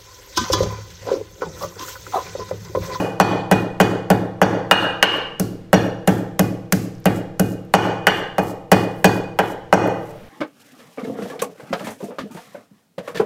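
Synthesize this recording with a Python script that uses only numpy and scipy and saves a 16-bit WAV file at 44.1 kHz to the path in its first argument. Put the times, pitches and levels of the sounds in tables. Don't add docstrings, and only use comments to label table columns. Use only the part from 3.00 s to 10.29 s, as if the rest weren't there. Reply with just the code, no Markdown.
import sys
import numpy as np
from scipy import signal
from scipy.fft import rfft, irfft, next_fast_len
from scipy.io import wavfile
from scipy.ndimage import map_coordinates

SR = 44100
rng = np.random.default_rng(int(sys.argv[2]) if len(sys.argv) > 2 else 0)


def dump_mix(stems):
    frames = np.atleast_2d(stems).T
    limited = np.clip(frames, -1, 1)
    pcm = np.round(limited * 32767).astype(np.int16)
    wavfile.write(sys.argv[1], SR, pcm)


def rack_gain(trim_db):
    fader = np.asarray(trim_db, float)
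    return 10 ** (fader / 20)


N = 321486
LEAD = SR // 4
TIME = (np.arange(LEAD + N) - LEAD) / SR  # s, the whole scene
T = np.arange(SR * 3 // 4) / SR


def unit(x):
    return x / np.sqrt(np.mean(x ** 2) + 1e-20)


def along(points, hz):
    f, value = np.transpose(points)
    return np.interp(np.log(hz + 1), np.log(f + 1), value)


def filtered(x, response):
    m = next_fast_len(len(x) + 8192)
    return irfft(rfft(x, m) * response(np.fft.rfftfreq(m, 1 / SR)), m)[:len(x)]


def coloured(x, points):
    return unit(filtered(x, lambda f: rack_gain(along(points, f))))


def noise(points):
    return coloured(rng.standard_normal(len(TIME)), points)


def wander(per_second):
    return map_coordinates(rng.standard_normal(10 * per_second), [(TIME + 1) * per_second])


def resonant(x, modes):
    def response(f):
        total = 0
        for k, (c, width, db) in enumerate(modes):
            total = total + (-1) ** k * rack_gain(db) * 1j * f * width / (c * c - f * f + 1j * f * width)
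        return total
    y = filtered(x, response)
    return y / np.sqrt(np.mean(y[:SR // 50] ** 2))


def shaken(modes, spread, scatter_db):
    return [(c * (1 + spread * rng.normal()), w, db + scatter_db * rng.normal()) for c, w, db in modes]


def tilted(points, db_per_octave, pivot_hz):
    return [(hz, *rest, db + db_per_octave * np.log2(hz / pivot_hz)) for hz, *rest, db in points]


def push(seconds):
    return np.sin(np.pi * T / seconds) * (T < seconds)


def rattle(t60):
    return push(0.00014) + 0.2 * rng.standard_normal(len(T)) * rack_gain(-60 * T / t60)


def chatter(lag):
    grind = np.exp(-((T - lag) / (0.47 * lag)) ** 2)
    return 0.34 * push(.0001) + 0.29 * rng.standard_normal(len(T)) * grind


def add(track, s, sound):
    part = track[LEAD + round(s * SR):][:len(sound)]
    part += sound[:len(part)]


# (f/Hz, time to fall 60 dB/s)
KITCHEN_DECAY = [(200, 0.16), (500, 0.95), (1500, 0.62), (3000, 0.61), (6000, 0.53), (12000, 0.44)]
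# (f/Hz, level/dB)
KITCHEN_LEVEL = [(150, -24), (300, 20), (500, -5.5), (1500, -4), (3000, 2), (6000, -6), (12000, -10.5)]


def tail(seconds):
    hz, t, z = signal.stft(rng.standard_normal(int(seconds * SR)), SR, nperseg=512)
    z = z * rack_gain(-60 * t / along(KITCHEN_DECAY, hz)[:, None]) * (1 - np.exp(-t / 0.0013))
    z = z / np.sqrt(np.mean(np.abs(z) ** 2, 1, keepdims=True))
    z = z * rack_gain(along(KITCHEN_LEVEL, hz))[:, None]
    echo = signal.istft(z, SR, nperseg=512)[1]
    return echo / np.sqrt(len(echo) * 512 / 1.5) * 1.5


# (delay t/s, level/dB)
WALL_ECHOES = [(.0052, 1.5), (.0098, -8), (0.016, -6), (0.021, -12), (.028, -11), (0.039, -14.5),
               (0.05, -13), (0.113, -17), (0.132, -23.5)]


def walls():
    spikes = np.zeros(SR // 4)
    for s, db in WALL_ECHOES:
        spikes[round(s * SR)] = rack_gain(db)
    return filtered(spikes, lambda f: 1 / (1 + 1j * f / 2500))


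def echoed(x, room, db, direct_db=1.0):
    y = signal.fftconvolve(x, room)
    y[:len(x)] += rack_gain(direct_db) * x
    late = y[round(.12 * SR):round(.26 * SR)]
    return rack_gain(db) * y / np.sqrt(np.mean(late ** 2))


# (f/Hz, level/dB per Hz)
HUM_COLOUR = [(20, 1), (54, -8), (106, -0.5), (219, -5), (465, -19.5), (2470, -30), (6190, -40),
              (15500, -58)]


def hum():
    return rack_gain(-45 + 1.2 * wander(4)) * noise(HUM_COLOUR)


# (t/s, level/dB)
RUSTLE_LEVEL = [(0.0, -72), (0.3, -79), (1.999, -78.5), (3.299, -77.5), (3.95, -75), (4.3, -80), (4.7, -74),
                (5.3, -74), (5.75, -72), (6.0, -52), (6.2, -70), (6.65, -72), (6.85, -58.5), (7.29, -58)]
# (f/Hz, level/dB per Hz)
RUSTLE_COLOUR = [(2500, -31.5), (5000, -8.5), (9000, -1), (13500, -0.5), (15300, -0.5)]


def rustle():
    s, db = np.transpose(RUSTLE_LEVEL)
    flicker_db = 1.7 * wander(80)
    return rack_gain(np.interp(TIME, s, db) - 4.0 + flicker_db) * noise(RUSTLE_COLOUR)


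# (f/Hz, level/dB per Hz)
SQUASH_COLOUR = [(1500, -6.5), (3000, -16), (5000, -1.5), (7000, 1), (9000, -2), (12500, 2), (15000, -2.5)]


def squash_colour(hard):
    leaning = tilted(SQUASH_COLOUR, -2 - 0.05 * hard, 7000)
    return [(hz, db + 1.2 * rng.normal()) for hz, db in leaning]


def squash(colour):
    late = T - .007
    burst = np.exp(-np.abs(late) / np.where(T < .007, .0007, .0018))
    trail = np.exp(-np.abs(late) / np.where(T < .007, .002, .015))
    return (burst + 0.064 * trail) * coloured(rng.standard_normal(len(T)), colour)


# (f/Hz, width/Hz, level/dB)
COUNTER_MODES = [(178.5, 50, 22.5), (308, 19, -7)]
# (f/Hz, width/Hz, level/dB)
STANDING_WAVES = [(58.4, 9.2, -21.5), (94.1, 2.2, -8), (108.9, 4.9, -10.5), (113.97, 2.48, -3),
                  (123.8, 1.7, -15), (154.2, 2.1, -3.5), (175.4, 2.5, -11.5), (195.7, 2.7, -17.5),
                  (182.64, 3.14, -0.5), (215.7, 1.9, -13), (258, 8.6, -11), (291.3, 22, -11.5),
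                  (82, 3.5, -18.5), (327.8, 2.2, -10.5)]


def thump():
    slab = resonant(push(0.0036), COUNTER_MODES)
    both = resonant(slab, COUNTER_MODES) + resonant(push(0.0031), STANDING_WAVES)
    return filtered(both, lambda f: 1 / (1 + 1j * f / 400))


# (f/Hz, width/Hz, level/dB)
BOWL_MODES = [(330.6, 51, -14.5), (451.7, 55.6, -1), (574.5, 108, 0.5), (802.4, 117, 4.5), (982, 416, -4)]


def knock(hard):
    contact_ms = 0.61 * np.exp(-.033 * hard)
    return resonant(push(contact_ms / 1000), shaken(BOWL_MODES, 0.0048, 0.94))


# (f/Hz, width/Hz, level/dB)
CLACK_MODES = [(1059, 183, 4.5), (1500, 470, 5.5), (1943, 313, 3), (2163, 396, -5), (2670, 490, -8.5),
               (3020, 600, -9), (4330, 3900, -27)]


def clack(hard):
    modes = tilted(CLACK_MODES, 1.5 + 0.23 * hard, 1600)
    return resonant(rattle(0.036) + 0.095 * chatter(0.01), shaken(modes, 0.0063, 1.0))


# (f/Hz, width/Hz, level/dB)
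STONE_MODES = [
    (2473, 24, 0),
    (2855, 116, 0),
    (3430, 38, 0),
    (4271, 56, 0),
]
# (f/Hz, width/Hz, level/dB)
HIGH_MODES = [(4684, 50, -1), (5720, 35, 0.5), (6000, 2400, -12), (6470, 110, -3.5), (7460, 150, -14.5),
              (8600, 79, -13.5)]


def ring(room, bowl_db, pestle_db, high_db):
    third_db = high_db - 5
    fourth_db = np.maximum(high_db - 7, pestle_db - 21.5)
    release = 1 - 0.85 * np.exp(-(T / 0.0063) ** 2)
    voices = [release * resonant(push(.0001), [mode]) for mode in STONE_MODES]
    voices.append(resonant(chatter(.011), shaken(HIGH_MODES, 0.0024, 1.5)))
    levels_db = bowl_db, pestle_db, third_db, fourth_db, high_db
    return sum(echoed(voice, room, db, direct_db=3) for db, voice in zip(levels_db, voices))


# (f/Hz, width/Hz, level/dB)
CRUNCH_MODES = [(1528, 160, 6.5), (2950, 550, -4.5), (3300, 170, -12)]


def crunch(clack_db):
    envelope = np.exp(-(T / 0.021) ** 3) * (1 - np.exp(-T / 0.0023))
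    cracks = rng.standard_normal(len(T)) ** 3 * envelope
    return rack_gain(-22 + clack_db + 42.5) * resonant(cracks, shaken(CRUNCH_MODES, 0.031, 2.5))


def pop(hard, chance):
    pop_hz = (1720 + 7 * hard) * (1 + .04 * chance)
    return resonant(rattle(0.045), [(pop_hz, 450, 0)])


# (t/s, counter thump level/dB, bowl knock level/dB, stone clack level/dB, paste squash level/dB)
BLOW_LEVELS = [(-.11, -26, -21.5, -37.5, -7), (0.2, -24, -20.5, -34.5, -20),
               (0.513, -27.5, -27, -41.5, -22.5), (0.801, -25.5, -23, -38, -22),
               (1.102, -27, -27, -43, -23.5), (1.416, -25.5, -21, -37, -26.5),
               (1.712, -31, -21, -27.5, -32), (2.027, -39, -25, -31, -35), (2.397, -33, -37.5, -60.5, -20),
               (2.73, -25.5, -23.5, -39.5, -23.5), (3.075, -27, -29, -45.5, -18),
               (3.393, -28, -31.5, -50.5, -17), (3.724, -29.5, -36.5, -54, -14.5),
               (4.056, -28, -29.5, -46.5, -22), (4.396, -28.5, -32.5, -53.5, -20),
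               (4.739, -25, -20, -33.5, -19), (5.069, -35, -26.5, -34, -20),
               (5.382, -35.5, -30, -48.5, -32), (5.717, -26.5, -24, -40, -17),
               (6.044, -27, -24.5, -40, -18), (6.389, -39, -29, -44.5, -29.5),
               (6.727, -24.5, -17, -34.5, -29)]
# (bowl note level/dB, pestle note level/dB, high ring level/dB, air pop level/dB, peel level/dB)
AFTER_LEVELS = [(-42.5, -46, -54.5, -30, -56), (-39, -49, -47.5, -23.5, -51.5),
                (-48, -52.5, -59.5, -22.5, -53), (-48, -56, -51.5, -20, -52), (-61.5, -57, -63, -24, -68),
                (-52.5, -49.5, -52.5, -21.5, -56), (-39, -27.5, -51.5, -9, -44.5),
                (-52, -28.5, -60, -4.5, -49), (-82, -67.5, -72, -45, -61), (-52, -47, -53, -26.5, -51),
                (-61, -60, -67.5, -23.5, -49), (-62, -63, -79, -22.5, -61.5),
                (-69.5, -71, -79, -19.5, -49.5), (-59, -53.5, -66.5, -31, -46.5),
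                (-61.5, -58.5, -73, -27.5, -47), (-44.5, -44.5, -48.5, -18, -48),
                (-53, -38.5, -55, -13, -47), (-58.5, -57.5, -68.5, -28, -45), (-43, -51, -53.5, -19, -48),
                (-43.5, -53, -51.5, -14.5, -46.5), (-58.5, -65, -70, -20, -46), (-42, -46, -50, -20.5, -60)]


def pounding():
    track, kitchen, near = np.zeros(LEAD + N), tail(1), walls()
    kitchen[:len(near)] += near
    low, chances = thump(), rng.standard_normal(len(BLOW_LEVELS))
    for blow, after, chance in zip(BLOW_LEVELS, AFTER_LEVELS, chances):
        s, low_db, knock_db, clack_db, wet_db = blow
        bowl_db, pestle_db, high_db, pop_db, _ = after
        hard = clack_db - low_db
        scattered = .5 * kitchen + 0.7 * tail(1)
        knock_room = 1.29 * kitchen + 0.41 * scattered
        add(track, s, echoed(low, 0.23 * kitchen, low_db - 1.0, direct_db=-4))
        add(track, s, echoed(knock(hard), knock_room, knock_db - 3.0, direct_db=4.0))
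        add(track, s, echoed(clack(hard), scattered, clack_db + 2))
        add(track, s, ring(scattered, bowl_db, pestle_db, high_db))
        add(track, s, crunch(clack_db))
        puff = rack_gain(pop_db) * pop(hard, chance)
        add(track, s, puff)
        add(track, s, rack_gain(-13.5) * signal.fftconvolve(puff, scattered))
        colour = squash_colour(hard)
        add(track, s - .006, rack_gain(wet_db + 7.5) * squash(colour))
        add(track, s + 0.0022, rack_gain(wet_db - 32.5) * coloured(tail(1), colour))
    return track


# (t/s, peak level/dB, length/s)
EXTRA_TUGS = [
    (5.438, -54, 0.018),
    (6.88, -47, 0.0078),
    (7.07, -55, 0.044),
    (7.11, -51, 0.027),
    (7.163, -62.5, 0.024),
]


def peels():
    times = np.transpose(BLOW_LEVELS)[0]
    strokes = np.append(np.diff(times), .33)
    lifts = [(s + 0.36 * stroke, after[-1], .1) for s, stroke, after in zip(times, strokes, AFTER_LEVELS)]
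    return EXTRA_TUGS + lifts


# (f/Hz, level/dB per Hz)
PEEL_COLOUR = [(2000, -30), (4000, 0), (7500, 4.5), (10000, -1.5), (12500, 4), (15300, -3)]


def peeling():
    lift = 0
    for s, db, length in peels():
        side = np.where(TIME < s, .8, .22) * length
        lift = lift + rack_gain(db) * np.exp(-((TIME - s) / side) ** 2)
    clumps_db = 2.8 * wander(300)
    grains = rack_gain(clumps_db) * rng.standard_normal(len(TIME))
    return lift * coloured(grains, PEEL_COLOUR)


# (t/s, peak level/dB, f/Hz)
CRUMB_SNAPS = [(2.11, -32, 6000), (3.952, -35, 5800), (3.983, -40, 5300), (4.002, -38, 12100),
               (4.02, -49, 5000), (4.043, -30, 5430), (4.166, -28, 7260), (4.652, -44.5, 12800),
               (4.836, -40, 6000), (5.436, -25, 12800), (5.488, -67, 6000), (6.485, -42, 8070),
               (6.154, -40, 13010), (6.17, -47, 11000), (6.873, -30, 12900), (7.053, -51, 12000)]


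def crumbs():
    track, u = np.zeros(LEAD + N), np.arange(200) / SR
    for s, db, hz in CRUMB_SNAPS:
        add(track, s, rack_gain(db) * np.sin(2 * np.pi * hz * u) * rack_gain(-60 * u / 0.0026))
    return track


def paste():
    sticky = peeling() + crumbs()
    echo = filtered(tail(1), lambda f: f > 2000)
    echo = echo / np.linalg.norm(echo)
    return sticky + rack_gain(-9) * signal.fftconvolve(sticky, echo)[:len(TIME)]


# (f/Hz, level/dB per Hz)
END_HISS_COLOUR = [(500, -22), (1200, 5), (3000, -2), (6500, -14), (10000, -30)]


def end_hiss():
    quiet_s, swell_s = 6.95, .07
    return rack_gain(-53) / (1 + np.exp((quiet_s - TIME) / swell_s)) * noise(END_HISS_COLOUR)


def scene():
    return (pounding() + paste() + hum() + end_hiss() + rustle())[None, LEAD:]


def low_pass(x):
    return signal.sosfilt(signal.butter(12, 16400, fs=SR, output="sos"), x)


def record(dry):
    t, gain_db = np.arange(N) / SR, 0
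    for s, _, knock_db, clack_db, _ in BLOW_LEVELS:
        duck_db = np.clip(1.96 * ((knock_db + clack_db) / 2 + 32), 0, 9)
        sink = 1 - np.exp(-np.maximum(t - s, 0) / 0.0028)
        let_go = 1 + np.exp(np.clip((t - s - .095) / 0.023, -50, 50))
        gain_db = gain_db - duck_db * sink / let_go
    x = filtered(dry[0] * rack_gain(gain_db), lambda f: 1 / (1 + (f / 15700) ** 200))
    x = x / (1 + np.abs(x) ** 30) ** (1 / 30)
    x = filtered(x, lambda f: f < 16400)
    return low_pass(x[None])


dry = scene()
out = record(dry)
dump_mix(out)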